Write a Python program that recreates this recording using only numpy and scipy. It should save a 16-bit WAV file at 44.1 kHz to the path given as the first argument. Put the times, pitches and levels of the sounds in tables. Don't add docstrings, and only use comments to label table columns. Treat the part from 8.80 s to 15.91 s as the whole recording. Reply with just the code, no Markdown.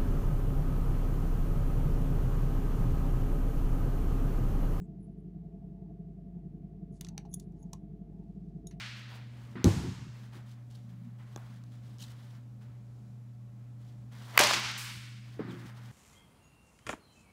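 import sys
import numpy as np
from scipy import signal
from scipy.fft import rfft, irfft, next_fast_len
from scipy.io import wavfile
from scipy.ndimage import map_coordinates

SR = 44100
rng = np.random.default_rng(int(sys.argv[2]) if len(sys.argv) > 2 else 0)


def bounce(signal):
    frames = np.transpose(np.atleast_2d(signal))
    limited = np.clip(frames, -1, 1)
    pcm = np.round(limited * 32767).astype(np.int16)
    wavfile.write(sys.argv[1], SR, pcm)


N = 313726

# (frequency [Hz], level [dB], t60 [s])
BARREL_MODES = [(507, -20, 0.013), (1070, -10.5, 0.047), (2040, -6.5, 0.033), (2520, -9.5, .04),
                (3030, -12.5, 0.036), (4600, -14, 0.019)]
# (time [s], level [dB], centre [Hz], t60 [s])
WALL_ECHOES = [(5.5903, -15, 1490, 0.044), (5.591, -17, 5830, 0.035), (5.6022, -10, 880, 0.019),
               (5.61, -18, 5260, 0.014), (5.636, -15, 3000, .025), (5.670, -23, 3500, 0.023),
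               (5.710, -19.5, 1000, .03), (5.734, -21.5, 2550, 0.071), (5.797, -40, 7500, .027),
               (5.915, -38, 4000, 0.014)]
# (frequency [Hz], t60 [s])
HALL_T60 = [(100, 1.3), (350, 0.95), (500, 0.3), (700, 0.68), (1000, 0.97), (1400, 1.265), (2500, 1.39),
            (5000, 1.24), (10000, 0.85), (16000, 0.75)]
# (frequency [Hz], density [dB])
CRACK_TAIL = [(35, -43), (60, -16), (113, -25), (527, -7), (607, 4), (666, -6.5), (822, -3), (1860, -9),
              (2190, -6.5), (3940, -10), (4970, -9), (13600, -28.5), (16000, -34.5)]
EARLIER_TAIL = [(290, -55), (500, -20), (530, -31), (595, -11), (795, -15), (1440, -3), (2460, -2),
                (4530, -7), (16000, -40)]
# (time [s], level [dB], depth [0-1], t60 [s], pitch [ratio])
PAD_HITS = [(.754, -37.5, 0.06, 0.081, 1.01), (0.8443, -15.5, 0.18, 0.14, 1.01),
            (.862, -16.5, 0.87, .12, .99), (6.594, -25.5, 0, .065, 1.21)]
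# (time [s], level [dB], depth [0-1])
SOFT_BLOWS = [(.779, -39, 0.38), (0.884, -28, .94), (.951, -28, 0.96), (.985, -30.5, .64),
              (1.03, -34, 0.22), (1.06, -30, 0.8), (1.099, -43, 0.57), (1.169, -43, 1),
              (1.205, -43.5, 0.86), (1.251, -43.5, 0.75), (1.55, -52, 0.2), (3.876, -52, 1),
              (5.601, -43, .3), (5.745, -42, 0), (6.141, -49, 1), (6.567, -53, 0), (6.634, -42, 0.2),
              (6.676, -38.5, 0.04), (6.72, -40.5, 0.3), (6.745, -43, 0.3), (6.785, -49.5, 0.12),
              (6.83, -43.5, 0.54)]
# (frequency [Hz], level [dB], ring length [multiple of the blow's t60])
PAD_MODES = [(70.3, -11.5, 1.7), (100.9, -1.5, 1.4), (137, 3, 1.2), (185.4, 3.5, 1.1), (254, 3.5, .9),
             (310, 0, .8), (351.5, 0.5, .9)]
# (frequency [Hz], density [dB])
PAD_PUFF = [(30, -42), (60, -6), (200, -1), (400, -11.5), (600, -26), (1000, -29), (2500, -55.5),
            (5000, -79.5)]
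# (time [s], level [dB], centre if far [Hz], hall level [dB], near [0 or 1])
COVER_SLAPS = [(.753, -60, 700, -50.5, 0), (0.8434, -12.5, 5330, -37.5, 1), (6.591, -48, 1000, -52.5, 0)]
# (frequency [Hz], density [dB])
NEAR_TAIL = [(260, -32), (450, -2), (607, -6), (922, -6.5), (1280, -14.5), (2330, -18), (6930, -19.5),
             (14800, -34.5), (16000, -42)]
FAR_TAIL = [(290, -32), (500, -2.5), (661, -14), (866, -5), (1040, -4.5), (1490, -4), (2100, -7),
            (2500, -14), (5000, -23.5), (6500, -40), (11000, -60)]
# (start [s], length [s], turf level [dB], cloth and grip level [dB])
BATTER_MOVES = [(0.138, .06, -67, -66), (0.263, .11, -58, -68), (0.484, 0.25, -68, -73),
                (1.299, 0.16, -68, -70.5), (1.514, 0.056, -62, -66.5), (1.642, 0.077, -74, -68),
                (1.898, 0.017, -80, -67), (1.941, 0.017, -81, -70.5), (2.086, 0.019, -74, -77),
                (2.157, 0.1, -79.5, -82), (2.378, 0.037, -65.5, -73.5), (2.443, 0.1, -73, -75),
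                (2.59, 0.18, -70, -72.5), (2.904, 0.046, -72.5, -72), (2.99, 0.15, -76, -72.5),
                (3.184, 0.026, -70, -61), (3.21, .042, -70, -59), (3.26, .06, -70, -70),
                (3.34, .14, -72, -72), (3.483, 0.074, -72.5, -72), (3.804, 0.028, -71.5, -73.5),
                (3.87, 0.051, -79, -98), (4.967, .15, -78.5, -77), (6.398, .19, -69, -71),
                (6.62, .1, -61, -74), (6.677, 0.11, -71, -65), (6.76, .1, -68, -71),
                (6.844, 0.054, -64, -64), (6.91, .2, -64, -69)]
# (frequency [Hz], density [dB])
TURF_SCUFF = [(200, -6), (500, -4), (1000, 0), (2000, -3), (3500, -14), (7000, -30.5)]
CLOTH_RUSTLE = [(1500, -34), (3000, 5), (5000, 1), (8000, -5), (12000, -10), (16000, -11.5)]
# (start [s], length [s], first pitch [Hz], last pitch [Hz], level [dB], overtones [0-1])
RUBBER_SQUEAKS = [(1.948, .018, 2700, 7000, -66, .4), (3.197, .014, 2800, 3500, -56, .6),
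                  (3.219, .019, 2700, 3050, -56, .7), (3.236, .007, 3220, 4530, -50, .5),
                  (3.241, 0.01, 4300, 3200, -51, .5), (6.681, .046, 4350, 2890, -55, 0.2),
                  (6.732, 0.025, 3100, 3300, -64, .15)]
# (time [s], relative tick level [dB], knock level [dB])
SMALL_TAPS = [(1.397, -56.5, -67), (1.9117, -48, -68), (1.95, -55, -71), (1.985, -58, -67),
              (2.1043, -60, -59), (2.387, -64, -72), (2.5744, -44, -46), (2.8382, -47, -59),
              (2.9257, -65, -74), (3.1847, -44, -69), (3.8292, -62, -65)]
# (frequency [Hz], level [dB], t60 [s])
PLATE_MODES = [(384, -35.5, 0.018), (585, -41, 0.015), (800, -37.5, 0.016), (1100, -48, 0.027),
               (1560, -49, 0.016), (3400, -54, .04)]
# (frequency [Hz], rms level [dB], waver [dB])
HUM_TONES = [(120.1, -47, .45), (201.6, -63, 2.5), (247, -73.5, 3), (294, -75, 2.5), (585, -81, 3),
             (720, -83, 4), (838, -89, 0.5), (1085, -89, 5)]
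# (frequency [Hz], rms level [dB])
BUZZ_TONES = [(1319, -91), (2283, -101), (2401, -95), (2638, -99), (2998, -99), (3359, -100), (3779, -100),
              (4021, -99)]
# (frequency [Hz], density [dB])
AIR_NOISE = [(15, -72), (25, -25.5), (64, -10), (89, -17.5), (123, -10), (145, -9.5), (166, -14),
             (212, -9.5), (326, -26), (714, -32), (2110, -47.5), (7110, -48.5), (16000, -64)]
# (start [s], length [s], level [dB])
FAR_DRONE = [(1.843, 0.47, -51.5), (2.4, 0.515, -57.5)]

PLATE_S, SWING_S, CRACK_S, NET_S = 2.5613, 5.303, 5.5762, 5.977
TAIL_SIZE = SR + SR // 3


def bat_crack():
    out, t = np.zeros(N), np.arange(TAIL_SIZE) / SR
    contact = (1 - np.exp(-(t / .0007) ** 2)) * (amp(-20) + np.exp(-(t / .0034) ** 6))
    add(out, CRACK_S, contact * ringing(BARREL_MODES, len(t)))
    add(out, CRACK_S, amp(-5) * burst(10040, .0036, drop_db=-4))
    add(out, CRACK_S + .0026, amp(-13) * burst(2500, .004, drop_db=14))
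    arrival = amp(-13.5) + 1 / (1 + np.exp(-np.clip((t - .015) / .00076, -50, 50)))
    flutter = amp(1.6 * wobble(39.7, len(t)))
    add(out, CRACK_S, amp(-22.7) * arrival * flutter * hall_tail(CRACK_TAIL))
    hollow_note = ringing([(598, -19, .16)], len(t)) * (1 - np.exp(-t / .0042))
    add(out, CRACK_S + .02, hollow_note)
    for s, db, hz, t60 in WALL_ECHOES:
        add(out, s, amp(db) * burst(hz, t60, drop_db=11))
    return out


def far_net(hz=7999.5):
    out = np.zeros(N)
    add(out, NET_S, amp(-45) * burst(hz, .07, drop_db=9, size=SR // 2))
    add(out, NET_S, amp(-46) * hall_tail(band(hz, 19)))
    return out


def padding_thuds(hit_rise_s=.0036, soft_rise_s=.0071, soft_t60=.14):
    out, t = np.zeros(N), np.arange(SR // 3) / SR
    blows = [(s, db, depth, hit_rise_s, t60, pitch) for s, db, depth, t60, pitch in PAD_HITS]
    blows += [(s, db, depth, soft_rise_s + .0076 * depth, soft_t60, 1) for s, db, depth in SOFT_BLOWS]
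    for s, db, depth, rise, t60, pitch in blows:
        def tilt(hz):
            octaves = np.log2(hz / 190)
            return -14 * (depth - .3) * octaves - 9 * max(0, -octaves) * (1 - depth)
        ring = 0
        for hz, level, length in PAD_MODES:
            decay = amp(level + tilt(hz) + rng.normal(0, 2.3) - 60 * t / (t60 * length))
            ring += decay * np.sin(2 * np.pi * pitch * hz * rng.normal(1, .011) * t)
        colour = [(hz, level + tilt(hz)) for hz, level in PAD_PUFF]
        puff = amp(-5.5 - 60 * t / (1.86 * t60)) * noise(colour, len(t))
        add(out, s, amp(db) * (ring + puff) * (1 - np.exp(-t / rise)))
    for s, db, hz, hall_db, near in COVER_SLAPS:
        add(out, s, click(db) if near else amp(db) * burst(hz, .016, drop_db=20.5))
        tail = hall_tail(NEAR_TAIL, 1.055) if near else hall_tail(FAR_TAIL, 1.36)
        add(out, s + .00201, amp(hall_db) * tail)
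    return out


def batter(shuffle_db=-78.5, rustle_db=-92.5, swing_db_per_s=39):
    to_crack = CRACK_S - np.arange(N) / SR
    growth = amp(swing_db_per_s * (CRACK_S - SWING_S - np.abs(to_crack)))
    swing = swell(SWING_S, 1, attack=.019, release=1) * (to_crack > 0) * growth
    whip_db = 11 * np.exp(-(to_crack / .03) ** 2)
    scuffs, rustles = np.zeros((2, N))
    for s, length, turf_db, cloth_db in BATTER_MOVES:
        linger = amp(-18) * swell(s, length, length, release=.09)
        scuffs += amp(turf_db) * (swell(s, length, .35 * length, release=.05) + linger)
        rustles += amp(cloth_db) * (swell(s, length, .35 * length, release=.022) + linger)
    turf = scuffs + amp(shuffle_db + 1.5 * wobble(14)) + swing * amp(-64 + whip_db)
    cloth = rustles * amp(2.04 * wobble(45)) + amp(rustle_db) + swing * amp(-66.5)
    turf_grains = amp(wobble(60)) * noise(TURF_SCUFF)
    cloth_grains = amp(1.84 * wobble(250)) * noise(CLOTH_RUSTLE)
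    return turf * turf_grains + cloth * cloth_grains


def squeaks():
    out = np.zeros(N)
    for s, length, first_hz, last_hz, db, edge in RUBBER_SQUEAKS:
        progress = np.linspace(0, 1, round(length * SR))
        hz = (first_hz + (last_hz - first_hz) * progress) * (1 + .03 * wobble(720, len(progress)))
        phase = 2 * np.pi * np.cumsum(hz) / SR
        tone = np.sin(phase) + edge * np.sin(2 * phase) + edge ** 3 * np.sin(3 * phase)
        add(out, s, amp(db + 5.3 * wobble(290, len(progress))) * np.sin(np.pi * progress) * tone)
    return out


def taps():
    out = np.zeros(N)
    for s, tick_db, knock_db in SMALL_TAPS:
        add(out, s, amp(tick_db - 8.5) * burst(5000, .0087, drop_db=17))
        add(out, s, amp(knock_db) * burst(540, .035, drop_db=10.5))
        add(out, s + .016, amp(tick_db - 28) * hall_tail(band(3160, 9), .97))
    return out


def plate_tap():
    out = np.zeros(N)
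    add(out, PLATE_S, click(-33))
    add(out, PLATE_S + .001, ringing(PLATE_MODES, SR // 10))
    add(out, PLATE_S + .014, amp(-56.5) * hall_tail(band(690, 9.7), .65))
    return out


def earlier_crack():
    out = np.zeros(N)
    add(out, 0, amp(-42.5) * hall_tail(EARLIER_TAIL, .99))
    return out


def room_tone(fan_drift=.007, air_db=-58.5):
    t, tones = np.arange(N) / SR, np.zeros(N)
    ballast_hz = HUM_TONES[0][0]
    for hz, db, waver_db in HUM_TONES:
        peak = np.sqrt(2) * amp(db + waver_db * wobble(16))
        drift_s = (hz > ballast_hz) * fan_drift * np.cumsum(wobble(30)) / SR
        tones += peak * np.sin(2 * np.pi * (hz * (t + drift_s) + rng.random()))
    buzz = sum(amp(db) * np.sqrt(2) * np.sin(2 * np.pi * hz * t) for hz, db in BUZZ_TONES)
    swells = sum(amp(db) * swell(s, length, .57 * length, release=.036) for s, length, db in FAR_DRONE)
    drone = swells * noise([(140, -30), (170, 6), (200, 2), (250, -2.5), (300, -56)])
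    air = amp(air_db + 2 * wobble(4)) * noise(AIR_NOISE)
    return tones + buzz + drone + air


def hall_tail(spectrum, stretch=1):
    hz, t, frames = signal.stft(noise(spectrum, TAIL_SIZE), SR, nperseg=256)
    decay = amp(-60 * t / (stretch * along(HALL_T60, hz)[:, None]))
    return signal.istft(frames * decay, SR, nperseg=256)[1][:TAIL_SIZE]


def burst(hz, t60, drop_db, size=SR // 5):
    t = np.arange(size) / SR
    return amp(-60 * t / t60) * (1 - np.exp(-t / (.014 * t60))) * noise(band(hz, drop_db), size)


def ringing(modes, size):
    t = np.arange(size) / SR
    return sum(amp(db - 60 * t / t60) * np.sin(2 * np.pi * hz * t) for hz, db, t60 in modes)


def click(db):
    edge = ringing([(6040, db, .0026), (4080, db - 7.5, .0032)], SR // 5)
    return edge + amp(db - 16) * burst(8000, .0079, drop_db=14)


def swell(s, length, attack, release):
    t = np.arange(N) / SR - s
    return np.clip(t / attack, 0, 1) ** 2 * np.exp(-np.maximum(t - length, 0) / release)


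def band(hz, drop_db):
    return [(hz / 8, -2 * drop_db), (hz / 2, -drop_db / 2), (hz, 0),
            (hz * 2, -drop_db / 2), (hz * 8, -3 * drop_db)]


def noise(spectrum, size=N):
    x = filtered(rng.standard_normal(size), lambda hz: amp(along(spectrum, hz)))
    return x / np.sqrt(np.mean(x ** 2) + 1e-20)


def filtered(x, response):
    size = next_fast_len(len(x) + 8192)
    return irfft(rfft(x, size) * response(np.fft.rfftfreq(size, 1 / SR)), size)[:len(x)]


def wobble(rate, size=N):
    knots = rng.standard_normal(int(size * rate / SR) + 4)
    return map_coordinates(knots, [np.arange(size) * rate / SR], order=2)


def along(points, hz):
    freqs, values = np.transpose(points)
    return np.interp(np.log(hz + 1), np.log(freqs + 1), values)


def add(track, s, sound):
    part = track[round(s * SR):][:len(sound)]
    part += sound[:len(part)]


def amp(db):
    return 10 ** (np.asarray(db) / 20)


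def scene():
    surroundings = room_tone() + batter() + squeaks() + taps() + plate_tap()
    return (surroundings + bat_crack() + far_net() + earlier_crack() + padding_thuds())[None]


def record(dry, bass_hz=48, top_hz=16000, skirt_hz=300):
    def response(hz):
        low_cut = -hz ** 2 / (bass_hz ** 2 - hz ** 2 + 1.4j * bass_hz * hz)
        return low_cut * np.clip((top_hz - hz) / skirt_hz, 0, 1) ** 2
    with_hiss = dry[0] + amp(-83) * rng.standard_normal(N)
    rounded = with_hiss / (1 + np.abs(with_hiss / .7) ** 6) ** (1 / 6)
    return filtered(rounded, response)[None]


dry = scene()
out = record(dry)
bounce(out)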